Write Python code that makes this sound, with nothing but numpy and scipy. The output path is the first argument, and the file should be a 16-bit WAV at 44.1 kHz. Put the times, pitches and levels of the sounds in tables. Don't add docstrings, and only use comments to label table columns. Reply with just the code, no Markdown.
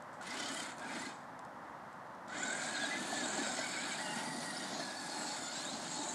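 import sys
import numpy as np
from scipy import signal
from scipy.fft import rfft, irfft, next_fast_len
from scipy.io import wavfile

SR = 44100
rng = np.random.default_rng(int(sys.argv[2]) if len(sys.argv) > 2 else 0)


def master_out(mix):
    frames = np.transpose(np.atleast_2d(mix))
    ceiling = np.clip(frames, -1, 1)
    pcm = np.round(ceiling * 32767).astype(np.int16)
    wavfile.write(sys.argv[1], SR, pcm)


N = 270774

# on t/s, spin-up time t/s, off t/s
THROTTLE_PULLS = [(0.209, 0.037, 0.62), (0.77, 0.11, 1.07), (2.277, 0.079, 6.3)]
STANDSTILL_DB, COAST_DB_PER_S = -11, 91

# t/s, mesh pitch f/Hz, clarity of the whine against the rattle (0-1)
GEAR_MESH = [(0.2, 1016, 0.12), (1.1, 1002, 0.74), (2.36, 705, 0.7), (2.42, 735, 0.86), (2.46, 770, 0.65),
             (2.498, 742, 0.9), (2.54, 796, 0.8), (2.66, 804, 0.5), (2.73, 846, 0.86), (2.768, 780, 0.6),
             (2.815, 844, 0.55), (2.858, 794, 0.8), (2.9, 854, 0.4), (2.96, 846, 0.58), (3.0, 898, .5),
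             (3.08, 860, 0.36), (3.18, 876, 0.7), (3.25, 800, 0.5), (3.31, 762, 0.4), (3.35, 806, 0.29),
             (3.4, 865, 0.4), (3.425, 860, 0.1), (3.445, 752, 0.4), (3.54, 745, 0.5), (3.59, 843, 0.3),
             (3.62, 760, .75), (3.68, 757, 0.6), (3.73, 860, 0.7), (3.76, 765, 0.7), (3.88, 860, 0.6),
             (3.93, 767, 0.5), (3.975, 830, .3), (4.0, 981, 0.5), (4.08, 925, 0.4), (4.2, 960, .75),
             (4.3, 974, 0.93), (4.36, 952, 0.72), (4.44, 977, 0.93), (4.52, 930, 0.95), (4.65, 965, 0.7),
             (4.77, 933, .2), (4.81, 864, 0.9), (4.92, 830, 1), (4.99, 879, 0.4), (5.06, 830, 1),
             (5.19, 858, 0.65), (5.26, 845, 0.34), (5.35, 910, 0.5), (5.39, 874, .1), (5.41, 706, 0.8),
             (5.51, 716, 0.9), (5.62, 845, 0.41), (5.7, 819, 0.28), (5.95, 860, 0.35), (6.14, 876, 0.43)]
# multiple of the mesh pitch, level/dB against each other
WHINE_PARTIALS = [(3, -15), (4, -8), (5, -3), (6, -5), (7, -7), (8, -5), (9, -4), (10, 0), (11, -6),
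                  (12, -12)]
# t/s, level/dB
MAIN_WHINE = [(2.38, -84), (2.42, -45), (2.45, -41), (2.51, -43), (2.56, -47.5), (2.63, -51), (2.66, -50),
              (2.69, -45), (2.72, -48.5), (2.78, -45.5), (2.85, -41.5), (2.93, -53), (2.96, -45),
              (3.02, -53), (3.11, -52), (3.17, -48), (3.23, -45), (3.26, -54), (3.29, -47), (3.33, -54),
              (3.4, -48), (3.47, -48), (3.53, -50), (3.575, -57), (3.61, -43), (3.66, -53), (3.71, -58),
              (3.74, -48), (3.86, -52), (3.9, -48.5), (3.98, -53), (4.01, -47.5), (4.08, -53), (4.17, -48),
              (4.235, -59), (4.285, -49), (4.36, -55), (4.43, -48.5), (4.52, -47.5), (4.56, -56),
              (4.65, -53), (4.7, -61), (4.79, -64), (4.81, -49), (4.86, -50), (4.91, -49.5), (4.99, -55),
              (5.06, -48), (5.1, -61), (5.15, -55), (5.24, -62), (5.4, -64), (5.47, -55), (5.53, -60),
              (5.62, -52.5), (5.7, -64)]
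MAIN_THROB = 0.8
# t/s, turns per s, strength of the bite/dB before each sound's own factor
UNEVEN_GEAR = [(0.27, 27.5, 8), (0.34, 29.5, 10), (0.39, 35, 10), (0.6, 35.5, 10), (0.66, 30, 9),
               (0.72, 30, 1.5), (2.3, 35, 3), (2.6, 45, 3.5), (4.0, 40, 2.5), (6.1, 42, 2.5)]
# t/s, level/dB at full throttle
SHELL_HUM = [(2.3, -60), (3.2, -61), (3.9, -57.5), (4.15, -46.5), (4.6, -64), (4.9, -65), (5.15, -49.5),
             (5.32, -49.5), (5.5, -78), (5.85, -65), (6.0, -49), (6.14, -55)]
HUM_HZ = 860
# f/Hz, width f/Hz, level/dB against each other
SHELL_RESONANCES = [(1480, 220, 2.5), (2050, 10.6, 11.5), (3030, 1300, 1), (3660, 430, 15),
                    (4530, 580, 11.5), (5410, 320, 15), (6550, 1010, 15), (7700, 1010, 18.5),
                    (9370, 950, 14.5)]
# low edge f/Hz, high edge f/Hz, whine share at full clarity (0-1),
# factor on the throb dB, factor on the effort dB
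DRIVE_PARTS = [(1196, 2556, 0.05, 0.071, 1.3), (2430, 6200, 0.31, 0.1, 1.8), (6620, 8090, 0.63, 0.34, 1.5),
               (7830, 12200, 0.12, 0.26, 2)]
# t/s, low rattle level/dB, gearbox level/dB, motor can level/dB, top fizz level/dB
PART_LEVELS = [(0.3, -47, -47.5, -55, -52.5), (0.61, -48.5, -47, -49, -51.5),
               (0.72, -39.5, -49, -44.5, -46), (0.79, -45, -49, -51, -44), (0.85, -43.5, -48.5, -51, -53.5),
               (1.05, -47.5, -52, -49, -54.5), (1.13, -50.5, -51.5, -53, -59), (1.25, -51, -43, -54, -54),
               (2.3, -41.5, -50, -50.5, -58), (2.44, -44.5, -49, -47.5, -58), (2.6, -46, -49, -45.5, -56.5),
               (2.86, -45.5, -48.5, -51, -54), (3.05, -49.5, -44, -51.5, -50.5),
               (3.29, -44.5, -45, -43, -54.5), (3.6, -45.5, -45, -47, -51),
               (3.92, -46, -46.5, -47.5, -52.5), (4.15, -46.5, -50.5, -50.5, -52),
               (4.45, -52.5, -49.5, -55, -49.5), (4.75, -48.5, -45, -58, -51.5),
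               (4.98, -55, -48.5, -53.5, -53), (5.25, -50, -47, -48, -50), (5.62, -51.5, -45.5, -49, -52),
               (5.82, -53.5, -48, -49, -55), (6.14, -52, -49, -45, -53)]

# start t/s, length t/s, first f/Hz, last f/Hz, level/dB before the throb
SHORT_TONES = [(0.257, 0.12, 2050, 2157, -58), (0.312, .03, 2000, 2030, -48), (.4, 0.037, 2050, 1950, -52),
               (0.47, 0.042, 2030, 2050, -57), (0.562, 0.051, 2000, 2014, -50.5),
               (0.633, 0.033, 2120, 2100, -54), (0.36, 0.04, 2900, 2920, -56),
               (.395, 0.066, 3130, 3000, -55), (0.447, 0.069, 3150, 3310, -54),
               (0.492, 0.049, 3080, 2950, -52), (0.544, .035, 3000, 3030, -54),
               (.565, .05, 3250, 3100, -50.5), (0.208, 0.021, 1420, 1480, -50.5),
               (0.458, 0.097, 1300, 1270, -58), (.49, 0.18, 1530, 1550, -64),
               (0.813, 0.064, 1600, 1645, -51.5), (0.824, 0.077, 1440, 1480, -55),
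               (0.896, 0.067, 1640, 1585, -53.5), (1.047, 0.046, 1620, 1590, -52.5),
               (0.853, 0.07, 2370, 2310, -57.5), (0.898, 0.065, 2080, 2050, -52.5),
               (.96, 0.055, 1860, 1860, -55), (1.027, 0.043, 2030, 2050, -48),
               (2.342, 0.092, 1500, 2220, -51.5), (2.289, 0.057, 1330, 1600, -50.5),
               (2.3, 0.065, 1950, 2130, -53), (2.38, 0.073, 3000, 3580, -56),
               (2.446, 0.067, 3750, 3820, -53), (2.45, 0.13, 2200, 2110, -54.5),
               (2.563, 0.32, 2400, 2570, -59), (2.675, .03, 4050, 3900, -54),
               (2.71, 0.086, 4200, 4140, -51), (2.808, 0.044, 3600, 3270, -45.5),
               (2.82, .03, 4100, 4060, -50), (2.922, .1, 3750, 3650, -58), (3.145, .07, 4200, 4230, -56),
               (3.266, .03, 4250, 4250, -53), (2.903, 0.074, 1990, 2033, -45),
               (3.2, 0.079, 2080, 2150, -63), (3.226, 0.045, 1500, 1490, -49),
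               (3.432, .05, 2150, 2330, -53), (3.428, 0.037, 3800, 3820, -48),
               (3.401, .42, 5210, 5280, -55.5), (3.501, 0.62, 4520, 4580, -64),
               (3.548, 0.098, 5300, 5200, -51), (3.699, .08, 4550, 4570, -52),
               (3.798, .05, 4150, 4100, -54), (3.568, 0.052, 1980, 2030, -47),
               (3.622, 0.059, 2170, 2260, -48.5), (3.68, 0.034, 2280, 2280, -56),
               (3.738, .03, 2280, 2340, -47), (3.77, 0.035, 2210, 2290, -43.5),
               (3.823, 0.03, 2350, 2420, -49), (3.905, .035, 2280, 2250, -45.5),
               (3.939, .03, 2400, 2420, -52), (4.078, 0.09, 1480, 1480, -65),
               (4.03, 0.11, 2850, 2800, -49.5), (3.999, 0.67, 4720, 4625, -59),
               (4.6, 0.077, 3720, 3760, -58), (3.981, .72, 9430, 9330, -56),
               (5.395, 0.097, 6920, 7050, -53), (4.739, 0.13, 4140, 4250, -54),
               (4.959, 0.061, 4550, 4500, -53), (5.081, 0.18, 4300, 4270, -52.5),
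               (5.252, 0.096, 4280, 4450, -51.5), (5.182, 0.11, 7800, 7700, -51),
               (5.4, .11, 2060, 2140, -60), (5.408, 0.15, 3550, 3600, -61), (5.522, 0.076, 7400, 7700, -50),
               (5.55, 0.096, 3900, 4400, -51.5), (5.42, 0.13, 4300, 4360, -56),
               (5.634, 0.064, 3650, 3780, -49), (5.684, 0.068, 4130, 4200, -50.5),
               (5.944, 0.092, 4320, 4350, -51.5), (5.98, .05, 3900, 3900, -55),
               (6.068, 0.044, 4100, 3910, -51)]
TONE_WOBBLE, TONE_THROB = 0.009, 0.4
TONE_EDGE = 0.2
# t/s, lower centre f/Hz, its depth (0-1), upper centre f/Hz, its depth (0-1)
DARK_GAPS = [(0.2, 2740, 0.4, 6200, 0.2), (2.4, 2690, 0.87, 5700, 0.13), (3.1, 2780, 0.14, 5300, 0.55),
             (3.5, 2700, 0.66, 5700, 0.45), (3.9, 2735, 0.43, 5930, 0.83), (4.2, 2590, 0.45, 6100, 0),
             (4.68, 2550, 0.66, 6200, 0.24), (4.8, 2950, 0.67, 6125, 0.15), (5.3, 3052, 0.54, 6100, 0.3),
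             (5.42, 2610, .6, 5900, 0.54), (5.75, 2655, 0.16, 5800, 0.3), (6.14, 2506, 0.26, 5840, 0.21)]
LOWER_GAP_WIDTH_HZ, UPPER_GAP_WIDTH_HZ = 450, 1100

# t/s, drumming level/dB, shell boom level/dB, deep rumble level/dB
TURF_LEVELS = [(0.28, -56.5, -59, -79), (0.4, -50, -51.5, -83), (0.62, -51, -54.5, -75),
               (.85, -48.5, -46, -67), (1.0, -49.5, -51.5, -75), (1.08, -50, -71, -77),
               (1.17, -58, -54, -60), (2.45, -49, -46.5, -68), (2.62, -51, -49.5, -66),
               (3.05, -48, -49.5, -66), (3.25, -45.5, -45, -57), (3.5, -47, -47.5, -66),
               (3.8, -52, -52.5, -66), (4.28, -51.5, -50.5, -54.5), (4.5, -52.5, -52.5, -57),
               (4.75, -49.5, -47.5, -59), (4.95, -54, -54, -63.5), (5.25, -52, -51, -62.5),
               (5.55, -54.5, -54, -64.5), (5.75, -50, -49.5, -58), (5.9, -52.5, -53, -61),
               (6.14, -48, -54, -65)]
TURF_FOLLOWS = 0.89
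# t/s, peak level/dB, f/Hz
CHASSIS_BUMPS = [(0.955, -42, 251), (2.837, -34.5, 664), (3.127, -34, 710), (3.221, -38, 250),
                 (3.316, -41, 735), (3.38, -34, 768), (3.381, -42.5, 286), (3.47, -34.5, 574),
                 (3.589, -33, 650.7), (4.16, -40, 226), (4.272, -39, 239), (4.38, -38, 241),
                 (4.795, -35.5, 689.4), (5.739, -42, 227), (5.991, -37.5, 290.3)]
# t/s, peak level/dB, f/Hz
TOOTH_SNAPS = [(0.308, -43, 4960), (0.4015, -42, 7750), (0.997, -42, 7200), (2.4326, -31.5, 7100),
               (2.481, -36, 7370), (2.7648, -37.5, 3730), (2.8524, -36.5, 3850), (3.2386, -37.5, 3720),
               (3.464, -38, 7700), (3.5904, -36, 6900), (3.9227, -37, 7640), (5.6521, -36.5, 7300),
               (5.915, -37, 7500), (5.9412, -39, 6800), (6.0918, -36.5, 6600)]

# t/s, level/dB (5 dB above the starting rms), decay time t/ms
NEARBY_TICKS = [(0.006, -54, 1.1), (0.023, -47, 1.3), (0.035, -60, 1.5), (0.13, -59.5, 37),
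                (0.212, -48, 5.4), (0.2267, -39, .7), (0.2327, -39, .7), (0.783, -44, 2.3),
                (0.795, -43, 2.3), (1.392, -46.5, 2), (1.45, -49.5, 2.3), (1.9294, -55, 2.3),
                (2.1494, -54, 2.3), (2.282, -49, 2.3), (4.5387, -49, 2.3)]
# f/Hz, level/dB in each Hz, against each other
TICK_SPECTRUM = [(1470, -44), (2500, -26), (2710, -52), (3270, 1), (5830, -3), (7640, 5), (15000, -21)]
# f/Hz, level/dB in each Hz, against each other
TRAFFIC_SPECTRUM = [(15, -69), (25, -20), (37, -45), (64, -21.5), (125, -9), (198, -4.5), (245, -5.5),
                    (377, -11.5), (409, -15.5), (443, -11), (550, -5.5), (967, -2), (1940, -13),
                    (2410, -26), (15400, -41.5)]
TRAFFIC_DB, TRAFFIC_FADE_DB_PER_S = -49.5, 0.22

MIC_ROLLOFF_HZ, CUTOFF_HZ = 10500, 15750


def drive():
    upper_tones, main_and_hum = whine(wobble=0.006, flicker_db=0.8)
    rattles = [rattle(per_s=7000, spread_db=2.0, shell_db=0.5, chink_db=-7) for _ in range(2)]
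    clarity = in_time(GEAR_MESH)[1]
    effort_db, throb_db = effort(), throb()
    out = main_and_hum
    for k, (part, level_db) in enumerate(zip(DRIVE_PARTS, in_time(PART_LEVELS))):
        low_hz, high_hz, full_share, throb_factor, effort_factor = part
        share = np.clip(full_share * clarity, 0, 0.95)
        tones = rms_one(band(upper_tones, low_hz, high_hz))
        noise = rms_one(band(rattles[k % 2], low_hz, high_hz))
        mix = np.sqrt(share) * tones + np.sqrt(1 - share) * noise
        pulse = from_db(throb_factor * throb_db + 1.34 * drift(7.2))
        out = out + from_db(level_db + effort_factor * effort_db) * rms_one(mix * pulse)
    return out


def whine(wobble, flicker_db):
    mesh_hz = in_time(GEAR_MESH)[0]
    shaken_hz = mesh_hz * (1 + wobble * (drift(13) + drift(39.5)))
    phase = 2 * np.pi * np.cumsum(shaken_hz) / SR
    blur_hz, squeak_db = 14, 0.7
    upper_tones = np.zeros(N)
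    for k, db in WHINE_PARTIALS:
        swing_db = flicker_db * drift(3.7) + squeak_db * np.log2(k) * drift(25)
        tone = rough_tone(k * phase, blur_hz * (1.03 * k + 2.4), halo=0.89)
        upper_tones += from_db(db + swing_db) * tone
    main = from_db(in_time(MAIN_WHINE)[0]) * rough_tone(2 * phase, 7 * blur_hz, halo=0.58)
    main = main * from_db(MAIN_THROB * throb())
    hum_phase = 2 * np.pi * HUM_HZ * np.cumsum(1 + 2 * wobble * drift(19.56)) / SR
    hum = from_db(in_time(SHELL_HUM)[0] + effort()) * rough_tone(hum_phase, 3 * blur_hz)
    return upper_tones, main + hum


def rattle(per_s, spread_db, shell_db, chink_db):
    sizes = from_db(spread_db * np.minimum(rng.exponential(1, N), 5)) * rng.choice([-1, 1], N)
    clicks = sizes * (rng.random(N) < per_s / SR)
    pitches_hz = np.geomspace(1300, 10500, 28) * rng.uniform(0.97, 1.03, 28)
    dealt = rng.integers(0, 150, N)
    chinks = np.zeros(N)
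    for k, hz in enumerate(pitches_hz):
        struck = clicks * (dealt == k) + 1e-18
        chinks += resonance(struck, hz, hz / 70) * from_db(3.5 * drift(6))
    clicks = rms_one(clicks) + from_db(chink_db) * rms_one(chinks)
    rings = np.zeros(N)
    for k, (hz, width_hz, db) in enumerate(SHELL_RESONANCES):
        rings += from_db(db) * resonance(clicks, hz, width_hz) * (-1) ** k
    return clicks + from_db(shell_db) * rings


def short_tones():
    t, out = np.arange(N) / SR, np.zeros(N)
    shake = 1 + TONE_WOBBLE * drift(20)
    for start, length, first_hz, last_hz, db in SHORT_TONES:
        along = np.clip((t - start) / length, -0.1, 1.1)
        swell = np.clip((np.minimum(along, 1 - along) + 0.1) / TONE_EDGE, 0, 1)
        pitch_hz = (first_hz + (last_hz - first_hz) * along) * shake
        phase = 2 * np.pi * np.cumsum(pitch_hz) / SR
        halo = np.clip(np.sqrt(first_hz / 9500), 0.62, 0.97)
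        out += swell * from_db(db) * rough_tone(phase, first_hz / 35, halo=halo)
    return out * from_db(TONE_THROB * throb())


def throb():
    turns_per_s, strength_db = in_time(UNEVEN_GEAR)
    bite = np.cos(2 * np.pi * np.cumsum(turns_per_s) / SR + 2.92)
    return strength_db * (bite + 0.45 * (2 * bite ** 2 - 1))


def effort():
    t, pulls = np.arange(N) / SR, []
    for on, spin_up, off in THROTTLE_PULLS:
        rise_db = STANDSTILL_DB * np.exp(-np.clip(t - on, -0.2, 9) / spin_up)
        coast_db = COAST_DB_PER_S * np.clip(t - off, 0, 9)
        pulls.append(rise_db - coast_db - 200 * (t < on))
    return np.max(pulls, axis=0)


def gap(x, centre_hz, width_hz, depth):
    turn = np.exp(2j * np.pi * np.cumsum(centre_hz) / SR)
    inside = signal.filtfilt(*signal.butter(1, width_hz / 2, fs=SR), x / turn) * turn
    return x - 2 * np.clip(depth, 0, 1) * inside.real


def rolling():
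    drum, boom, deep = from_db(np.array(in_time(TURF_LEVELS)) + TURF_FOLLOWS * effort())
    noise = rng.standard_normal((3, N))
    low = resonance(band(noise[0], 182, 407), 264.6, 91) * from_db(1.35 * drift(9.4))
    hollow = resonance(noise[1], 628, 97) + from_db(-2.0) * resonance(noise[1], 732, 62)
    hollow = band(hollow, 540, 2450) * from_db(1.04 * drift(22.0))
    rumble = band(noise[2], 148, 194)
    return drum * rms_one(low) + boom * rms_one(hollow) + deep * rms_one(rumble)


def bumps():
    return blows(CHASSIS_BUMPS, cycles=18.3)


def snaps():
    return blows(TOOTH_SNAPS, cycles=180.0)


def ticks():
    envelope, t = np.zeros(N), np.arange(N) / SR
    for start, db, decay_ms in NEARBY_TICKS:
        decay = np.exp(-np.clip(t - start, 0, 1) * 1000 / decay_ms)
        envelope += from_db(db - 5) * (t > start) * decay
    return envelope * coloured(rng.standard_normal(N), TICK_SPECTRUM)


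def traffic():
    level_db = TRAFFIC_DB - TRAFFIC_FADE_DB_PER_S * np.arange(N) / SR
    return from_db(level_db + 0.25 * drift(5.5)) * coloured(rng.standard_normal(N), TRAFFIC_SPECTRUM)


def rough_tone(phase, blur_hz, halo=0.84):
    steady = np.sqrt(2 - 2 * halo ** 2)
    return np.sin(phase) * (steady + halo * drift(blur_hz)) + np.cos(phase) * halo * drift(blur_hz)


def blows(table, cycles):
    out = np.zeros(N + SR)
    for start, db, hz in table:
        t = np.arange(int(cycles / hz * SR)) / SR
        shape = (1 - np.exp(-t * hz * 2.0)) * from_db(-40 * t * hz / cycles)
        at = round(start * SR)
        out[at:at + len(t)] += from_db(db) * shape / shape.max() * np.sin(2 * np.pi * hz * t)
    return out[:N]


def drift(rate_hz):
    r = np.exp(-80 * np.pi * rate_hz / SR)
    noise = rng.standard_normal(N // 40 + 2002)
    slow = signal.lfilter([1], [1, -2 * r, r * r], noise)[2000:]
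    return np.interp(np.arange(N) / 40, np.arange(len(slow)), rms_one(slow))


def band(x, low_hz, high_hz, order=2):
    edges_hz = [low_hz, min(high_hz, 0.45 * SR)]
    return signal.sosfilt(signal.butter(order, edges_hz, "band", fs=SR, output="sos"), x)


def resonance(x, hz, width_hz):
    r = np.exp(-np.pi * width_hz / SR)
    feed = np.array([1, 0, -1]) * (1 - r * r) / 2
    return signal.lfilter(feed, [1, -2 * r * np.cos(2 * np.pi * hz / SR), r * r], x)


def coloured(x, spectrum):
    hz, db = np.transpose(spectrum)
    size = next_fast_len(N)
    grid_hz = np.maximum(np.arange(size // 2 + 1) * SR / size, 1)
    gain = from_db(np.interp(np.log(grid_hz), np.log(hz), db))
    return rms_one(irfft(rfft(x, size) * gain, size)[:N])


def in_time(rows):
    t, *columns = np.transpose(rows)
    return [np.interp(np.arange(N) / SR, t, column) for column in columns]


def from_db(db):
    return 10 ** (np.asarray(db) / 20)


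def rms_one(x):
    return x / np.sqrt(np.mean(x ** 2) + 1e-20)


def scene():
    lower_hz, lower_depth, upper_hz, upper_depth = in_time(DARK_GAPS)
    gears = drive() + short_tones()
    gears = gap(gears, lower_hz, LOWER_GAP_WIDTH_HZ, lower_depth)
    gears = gap(gears, upper_hz, UPPER_GAP_WIDTH_HZ, upper_depth)
    mono = gears + rolling() + bumps() + snaps() + ticks() + traffic()
    return np.array([mono, mono])


def record(dry):
    dull = signal.sosfilt(signal.butter(2, MIC_ROLLOFF_HZ, fs=SR, output="sos"), dry)
    return signal.sosfilt(signal.cheby2(20, 60, CUTOFF_HZ, fs=SR, output="sos"), dull)


dry = scene()
out = record(dry)
master_out(out)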